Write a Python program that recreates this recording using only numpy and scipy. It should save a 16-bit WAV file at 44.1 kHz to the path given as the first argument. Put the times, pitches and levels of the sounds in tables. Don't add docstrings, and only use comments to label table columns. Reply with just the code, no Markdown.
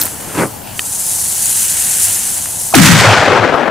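import sys
import numpy as np
from scipy import signal
from scipy.fft import rfft, irfft
from scipy.io import wavfile
from scipy.ndimage import uniform_filter1d

SR = 44100
rng = np.random.default_rng(int(sys.argv[2]) if len(sys.argv) > 2 else 0)


def persist_wave(psi):
    counts = np.round(np.clip(psi, -1, 1) * 32767).astype(np.int16)
    wavfile.write(sys.argv[1], SR, np.atleast_2d(counts).T)


def attenuation_scalar(level_db):
    decades = np.asarray(level_db, float) / 20
    return 10 ** decades


N = 163170

SHOCK_S, SHOCK_WIDTH_S, SHOCK_DB = 2.7502, 0.0003, 2
CRACK_DB, CRACK_S = 4, 0.0067
# frequency in Hz, likeness from 0 to 1.
BANG_LIKENESS = [(60, 0.72), (180, 0.65), (550, 1), (1650, 0.97), (4970, 0.78), (15000, 0.52)]
# frequency in Hz, level in dB per Hz.
DEBRIS_COLOUR = [(100, 13), (400, -12), (1500, 2), (4000, -5), (8000, -4.5), (15500, -16.5)]
# frequency in Hz, T60 in seconds.
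DEBRIS_T60 = [(200, 1.05), (1500, 3), (5000, 1.76), (10000, 0.76), (15000, 0.67)]
DEBRIS_DB, DEBRIS_HOLD_S = -3, 0.1
BANK_S, BANK_WIDTH_S, BANK_DB = 2.868, 0.022, 3
# frequency in Hz, level in dB per Hz.
FOREST_COLOUR = [(47, -34), (80, -8), (107, -18), (185, -13.5), (754, -4.5), (1080, -8), (1330, -6),
                 (2200, -11.5), (6530, -31), (12000, -46.5), (15600, -74)]
# frequency in Hz, T60 in seconds.
FOREST_T60 = [(100, 3.1), (300, 140), (700, 7.3), (2000, 3.35), (5000, 1.8), (10000, 3)]
FOREST_S, FOREST_RISE_DB_PER_S, FOREST_DB = 2.986, 41, 2
FOREST_PAN_DB, FOREST_PAN_DB_PER_S = 1.5, 13
# time in seconds, level in dB.
ROLL_LEVEL = [
    (2.96, -15.5),
    (3.144, -4),
    (3.206, -11),
    (3.342, -8),
    (3.356, -9.5),
    (3.542, -10),
    (3.55, -10),
    (3.686, -13.5),
    (3.7, -11),
]
# time in seconds, width in seconds, lift in dB.
TREE_ECHOES = [(3.02, 0.011, 1.5), (3.055, 0.014, 5.5), (3.12, .02, 1), (3.16, .015, 0.5), (3.235, .012, 2),
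               (3.28, 0.014, 2.5), (3.325, .02, 3), (3.44, .012, 1), (3.49, 0.013, 2), (3.53, .014, 1),
               (3.61, .01, 1.5), (3.667, 0.014, 4)]

# start in seconds, length in seconds, pitch in Hz,
# level in dB.
ICE_WAVES = [(2.727, 0.0084, 1250, -20), (2.7385, 0.007, 680, 3), (2.739, 0.0043, 1180, 1),
             (2.7465, 0.0065, 805, -5), (2.7435, 0.0071, 2500, -3.5), (2.7425, 0.0062, 160, -7),
             (2.743, 0.0076, 1540, -2.5), (2.751, 0.06, 305.5, 2), (2.778, 0.038, 245.4, -2),
             (2.80, 0.051, 196, 0.5), (2.81, 0.046, 151, -6), (2.815, 0.105, 307.3, -9),
             (2.77, 0.044, 133, -5), (2.885, 0.073, 190.4, -2), (2.90, 0.054, 124, -3.5),
             (2.968, 0.052, 118, -8), (3.055, 0.087, 110.3, -3.5), (3.11, 0.037, 123, -11),
             (3.17, 0.038, 108, -9.5), (3.27, 0.061, 104, -14.5), (3.33, .035, 110, -21),
             (3.385, 0.065, 112, -15)]
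ICE_SAG, ICE_WOBBLE, ICE_FLUTTER_DB = 0.15, 0.11, 2
ICE_PAN_DB, ICE_LAG_RAD, PAN_FULL_HZ = 11, 0.81, 170
GRIT_S, GRIT_DB = 2.739, -11.5
# frequency in Hz, level in dB per Hz.
RUMBLE_COLOUR = [(40, -20), (80, -5), (130, 0.5), (220, -3), (350, -9), (600, -21), (2000, -57)]
# frequency in Hz, T60 in seconds.
RUMBLE_T60 = [(60, 1.8), (110, 1.6), (200, 0.82), (400, .6)]
# frequency in Hz, likeness from 0 to 1.
RUMBLE_LIKENESS = [(80, .85), (200, .3), (500, 0.44)]
# frequency in Hz, left over right in dB.
RUMBLE_PAN = [(60, -1.5), (110, 3), (200, 15), (500, 11)]
RUMBLE_DB, RUMBLE_HOLD_S = -9.5, 0.14

# time in seconds, burn level in dB, body of the jet in dB.
BURN = [(0.0, -16.5, -16), (0.13, -29, -9.5), (0.3, -31, -5.5), (0.41, -23.5, -16.5), (0.62, -45, 2),
        (0.69, -37.5, 3), (0.7, -42.5, 6.5), (0.79, -23, -18), (1.1, -15.5, -20.5), (1.23, -18, -18),
        (1.61, -12.5, -16.5), (1.69, -15, -14.5), (2.01, -14.5, -14), (2.04, -10, -18.5),
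        (2.07, -13.5, -14.5), (2.58, -22, -16), (2.6, -18, -20), (2.74, -22, -18)]
# frequency in Hz, level in dB per Hz.
HISS_COLOUR = [(2350, -30.5), (4000, -13.5), (5200, -12), (6050, -6.5), (7760, -1), (9450, 0.5),
               (10800, -2), (12000, -7.5), (15500, -14)]
# frequency in Hz, level in dB per Hz.
BODY_COLOUR = [(700, -25), (1200, 4), (1700, 4), (2300, 2.5), (3000, 6.5), (3800, -2), (4700, 1.5),
               (8000, -23)]
# frequency in Hz, level in dB per Hz.
SPUTTER_COLOUR = [(2000, -21), (4500, -1.5), (9000, -10), (13000, 4.5), (16000, -2)]
# frequency in Hz, likeness from 0 to 1.
FUSE_LIKENESS = [(60, 0.78), (180, 0.58), (550, 0.03), (1650, 1), (4970, 0.76), (15000, 0.83)]
SPIT_DB, SPITS_PER_S, SPIT_SPREAD_DB, SPIT_T60_S = -8, 1500, 3.5, 0.0015
SPUTTER_END_S, SPUTTER_DB = 0.078, -3
# time in seconds, level in dB.
FLARE_LEVEL = [
    (.09, -38),
    (0.27, -33),
    (0.342, -24.5),
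    (0.388, -11.5),
    (0.436, -8.5),
    (0.5, -33),
    (.64, -40),
]
# frequency in Hz, level in dB per Hz.
FLARE_COLOUR = [(35, -35), (100, -6), (240, -3.5), (735, -11.5), (1060, -14), (1780, -14.5), (3850, -31),
                (6000, -32), (7800, -61), (13200, -120)]
# frequency in Hz, T60 in seconds.
FLARE_T60 = [(800, 6.1), (1500, 0.53), (3000, .3)]
FLARE_DULL_S, FIRST_PUFF_DB, FIRST_PUFF_S = 0.39, -26.5, 0.063

# pitch in Hz, level in dB, T60 in seconds.
SNAP_MODES = [(1250, -8.5, 0.013), (1850, -4, 0.014), (2500, 1.5, 0.0073), (3040, 1.5, 0.0085),
              (3720, -6.5, .012), (4450, -5.5, 0.0092), (4950, -13, .008), (7630, -1, .006),
              (8540, -8, .006)]
SNAP_S, SNAP_DB = 0.7929, -2
# time in seconds, peak in dB, pitch in Hz.
POPS = [
    (.0004, -16, 1290),
    (.0672, -18, 1400),
    (0.078, -20, 1880),
    (.2064, -27, 1410),
    (.3197, -24, 1330),
    (0.44, -19, 1490),
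    (2.4583, -19, 1700),
    (2.458, -24, 3700),
]
POP_T60_S, POP_DB = 0.0032, 9.5
# time in seconds, peak in dB, pitch in Hz.
TICKS = [(0.0064, -8, 10800), (0.0274, -11, 9450), (0.0354, 5, 12800), (0.055, 2, 13200),
         (0.0584, -2, 10200), (0.2104, -14, 10300), (3.237, -23, 12000), (3.2615, -24, 11500),
         (3.5524, -38, 10800), (3.5618, -31, 13100), (3.6137, -35, 11200), (3.677, -32, 11000)]
TICK_T60_S, TICK_DB = 0.0022, 7

# frequency in Hz, level in dB per Hz.
AIR_COLOUR = [(15, -38), (25, 0), (59, -30), (97, 10.5), (124, -13.5), (157, -3.5), (422, -16), (753, -9.5),
              (1300, -14.5), (1690, -32), (2860, -120)]
# frequency in Hz, likeness from 0 to 1.
AIR_LIKENESS = [(60, 1), (130, 0.7), (300, 0.22), (700, 0.065), (1500, 0.83), (8000, 0.4)]
# frequency in Hz, left over right in dB.
AIR_PAN = [(60, -5.5), (150, 6.5), (400, 14), (1500, 11.5)]
# frequency in Hz, level in dB per Hz.
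MIC_COLOUR = [(1150, -13), (1600, 0.5), (2500, -10), (5000, -5), (9000, 1.5), (15500, 0.5)]
AIR_DB, MIC_DB = -30.5, -31
DUCK_DB, BREEZE_BACK_DB = -22, 16
GAIN_RIDE, GAIN_RIDE_FROM_DB = 0.12, -26
# frequency in Hz, gain in dB.
GROUND_NOTCH = [(950, 0), (1200, -7), (1500, 0)]
LOW_CUT_HZ, EDGE_HZ, KNEE = 105.6, 15700, 8


def evened(x):
    return x / np.sqrt(np.mean(x ** 2) + 1e-20)


def read(points, hz):
    f, value = np.transpose(points)
    return np.interp(np.log(hz + 1), np.log(f + 1), value)


def pan(db):
    half = db / 2 * np.ones(1)
    return attenuation_scalar(np.array([half, -half]))


def flicker(seconds):
    width = max(int(seconds * SR), 2)
    return evened(uniform_filter1d(uniform_filter1d(rng.standard_normal(N), width), width))


def noise(colour, same, patchy_db, t60=None, start=0., pan_db=((1, 0),), size=512):
    hop = size // 4
    frames, hz = N // hop + 5, np.fft.rfftfreq(size, 1 / SR)
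    a, b, c, d, patches = rng.standard_normal((frames, len(hz), 5)).T
    patches = evened(uniform_filter1d(uniform_filter1d(patches, size // 100, 0), 2500 // hop, 1))
    like = np.clip(read(same, hz), -1, 1)[:, None]
    left = a + 1j * b
    right = like * left + np.sqrt(1 - like ** 2) * (c + 1j * d)
    z = np.array([left, right]) * attenuation_scalar(read(colour, hz)[:, None] + patchy_db * patches)
    z = z * pan(read(pan_db, hz))[..., None]
    scale = np.sqrt(np.mean(signal.istft(z, nperseg=size, noverlap=size - hop)[1] ** 2))
    if t60 is not None:
        age = np.maximum(np.arange(frames) * hop / SR - start, 0)
        z = z * attenuation_scalar(-60 * age / np.maximum(read(t60, hz), .1)[:, None])
    return signal.istft(z, nperseg=size, noverlap=size - hop)[1][:, :N] / scale


def ring(hz, t60):
    t = np.arange(1200) / SR
    return np.sin(2 * np.pi * hz * t) * attenuation_scalar(-60 * t / t60) * np.minimum(t / 0.00037, 1)


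def place(out, start_s, sound):
    at = round(start_s * SR)
    out[at:at + 1200] += sound


def blast(t):
    u = np.maximum(t - SHOCK_S, 0)
    shock = attenuation_scalar(SHOCK_DB) * (1 - u / SHOCK_WIDTH_S) * np.exp(-u / SHOCK_WIDTH_S)
    crack = noise([(500, 0.5), (2000, -1), (9000, 1), (16000, -5)], BANG_LIKENESS, 1.5)
    crack = crack * attenuation_scalar(CRACK_DB) * np.exp(-(u / CRACK_S) ** 2)
    return (shock + crack + debris(t) + tree_roll(t)) * (t >= SHOCK_S)


def debris(t):
    crackle = noise(DEBRIS_COLOUR, BANG_LIKENESS, 0.74, DEBRIS_T60, SHOCK_S + DEBRIS_HOLD_S)
    rough_db = 1.83 * flicker(0.002) + 0.83 * flicker(0.0073) + 0.3 * flicker(0.027)
    bank_db = BANK_DB * np.exp(-((t - BANK_S) / BANK_WIDTH_S) ** 2)
    return crackle * attenuation_scalar(DEBRIS_DB + rough_db + bank_db) * pan(2.7)


def tree_roll(t):
    trees = noise(FOREST_COLOUR + [(20000, -76)], BANG_LIKENESS, 1.6, FOREST_T60, FOREST_S)
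    s, db = np.transpose(ROLL_LEVEL)
    level_db = FOREST_DB + np.interp(t, s, db) + FOREST_RISE_DB_PER_S * np.minimum(t - FOREST_S, 0)
    echoes_db = sum(lift * np.exp(-((t - at) / width) ** 2) for at, width, lift in TREE_ECHOES)
    rough_db = 1.5 * flicker(0.004) + 1.8 * flicker(0.013)
    drift = pan(FOREST_PAN_DB + FOREST_PAN_DB_PER_S * np.maximum(t - FOREST_S, 0))
    return trees * attenuation_scalar(level_db + echoes_db + rough_db) * drift


def ice(t):
    out = np.zeros((2, N))
    wobble, flutter = flicker(0.0021), attenuation_scalar(ICE_FLUTTER_DB * flicker(0.0067))
    for k, (start, length, hz, db) in enumerate(ICE_WAVES):
        part = slice(round(start * SR), round((start + length) * SR))
        u = np.clip((t[part] - start) / length, 0, 1)
        pitch = hz * (1 - ICE_SAG * u + ICE_WOBBLE * np.roll(wobble, 999 * k)[part])
        turns = 2 * np.pi * np.cumsum(pitch) / SR
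        shape = attenuation_scalar(db) * np.sqrt(abs(np.sin(np.pi * u ** 0.7))) * np.roll(flutter, 999 * k)[part]
        side = pan(ICE_PAN_DB * (start > SHOCK_S) * np.clip(hz / PAN_FULL_HZ, 0, 1) ** 2)
        lag = np.array([[0], [ICE_LAG_RAD * np.clip(hz / 200, 0, 1) ** 2]])
        out[:, part] -= shape * side * np.sin(turns - lag)
    grit = noise([(800, -8), (2500, -1), (6000, -6), (15000, -13)], BANG_LIKENESS, 1.6)
    grit = grit * attenuation_scalar(GRIT_DB + 3.0 * flicker(0.0011))
    return out + grit * (t > GRIT_S) * (t < SHOCK_S)


def rumble(t):
    lumps = noise(RUMBLE_COLOUR, RUMBLE_LIKENESS, 2.6, RUMBLE_T60, SHOCK_S + RUMBLE_HOLD_S, RUMBLE_PAN,
                  size=1024)
    return lumps * attenuation_scalar(RUMBLE_DB + 2.5 * flicker(0.012)) * np.clip((t - SHOCK_S) / 0.006, 0, 1)


def fuse(t):
    s, burn_db, body_db = np.transpose(BURN)
    jet = noise(HISS_COLOUR + [(22000, -44)], FUSE_LIKENESS, 1.4)
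    jet = jet * attenuation_scalar(1.4 * flicker(0.0016) + 0.58 * flicker(0.017) + 0.62 * flicker(0.042))
    sputter = noise(SPUTTER_COLOUR, FUSE_LIKENESS, 2.4) * attenuation_scalar(SPUTTER_DB + 7.3 * flicker(0.0031))
    sputter = sputter * np.clip((SPUTTER_END_S - t) / 0.0064, 0, 1)
    body = noise(BODY_COLOUR, FUSE_LIKENESS, 0.56)
    body = body * attenuation_scalar(np.interp(t, s, body_db) + 1.0 * flicker(0.0038))
    burning = jet + sputter + body + evened(spits()) * attenuation_scalar(SPIT_DB)
    return burning * pan(1.15) * attenuation_scalar(np.interp(t, s, burn_db)) * (t < SHOCK_S)


def spits():
    size = attenuation_scalar(SPIT_SPREAD_DB * np.minimum(rng.exponential(1, N), 3))
    size = size * (rng.random(N) < SPITS_PER_S / SR)
    kind = rng.integers(0, 12, N)
    out = np.zeros(N)
    for k, hz in enumerate(np.geomspace(6000, 14000, num=12)):
        bursts = signal.oaconvolve(size * (kind == k), ring(hz, SPIT_T60_S))[:N]
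        out += attenuation_scalar(read(HISS_COLOUR, hz) / 2) * bursts
    return out


def flare(t):
    s, db = np.transpose(FLARE_LEVEL)
    level = attenuation_scalar(np.interp(t, s, db, left=-90, right=-90)) + attenuation_scalar(FIRST_PUFF_DB) * (t < FIRST_PUFF_S)
    puff = noise(FLARE_COLOUR + [(12000, -55)], [(1, 0.92)], 1.6, FLARE_T60, FLARE_DULL_S)
    return puff * attenuation_scalar(1.7 * flicker(0.0024)) * uniform_filter1d(level, 200) * pan(0.7)


def snaps_and_ticks():
    out = np.zeros(N + 1200)
    for k, (hz, db, t60) in enumerate(SNAP_MODES):
        place(out, SNAP_S, (-1) ** k * attenuation_scalar(SNAP_DB + db) * ring(hz, t60))
    for s, db, hz in POPS:
        for pitch, share in [(hz, 1), (1.5 * hz, 0.63), (0.89 * hz, 0.49), (8400, 0.55)]:
            place(out, s, attenuation_scalar(db + POP_DB) * share * ring(pitch, POP_T60_S))
    for s, db, hz in TICKS:
        for ratio, share in [(1, 1), (0.8, 0.6), (1.2, 0.6)]:
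            place(out, s, attenuation_scalar(db + TICK_DB) * share * ring(ratio * hz, TICK_T60_S))
    return out[:N]


def quiet_air(t):
    breeze = attenuation_scalar(AIR_DB) * noise(AIR_COLOUR, AIR_LIKENESS, 0.63, pan_db=AIR_PAN, size=2048)
    breeze = breeze * attenuation_scalar(BREEZE_BACK_DB * (t > SHOCK_S))
    hiss = attenuation_scalar(MIC_DB) * noise(MIC_COLOUR, AIR_LIKENESS, 1.2)
    s, burn_db, _ = np.transpose(BURN)
    excess_db = np.maximum(np.interp(t, s, burn_db) - GAIN_RIDE_FROM_DB, 0) * (t > SNAP_S)
    ride_db = -GAIN_RIDE * uniform_filter1d(excess_db, size=9000)
    return (breeze + hiss) * attenuation_scalar(np.where(t < SHOCK_S, ride_db, DUCK_DB))


def ground_notch(x):
    return irfft(rfft(x) * attenuation_scalar(read(GROUND_NOTCH, np.fft.rfftfreq(N, 1 / SR))), N)


def low_cut(x):
    return signal.sosfilt(signal.butter(4, LOW_CUT_HZ, "high", fs=SR, output="sos"), x)


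def scene():
    t = np.arange(N) / SR
    heavy = low_cut(blast(t) + ice(t) + rumble(t) + flare(t))
    return heavy + ground_notch(fuse(t) + quiet_air(t)) + snaps_and_ticks()


def top_cut(x):
    return signal.sosfilt(signal.butter(12, 15620, fs=SR, output="sos"), x)


def record(dry):
    clipped = dry / (1 + abs(dry / 0.87) ** KNEE) ** (1 / KNEE)
    limited = signal.oaconvolve(clipped, signal.firwin(255, EDGE_HZ, fs=SR)[None], "same")
    return top_cut(limited)


dry = scene()
out = record(dry)
persist_wave(out)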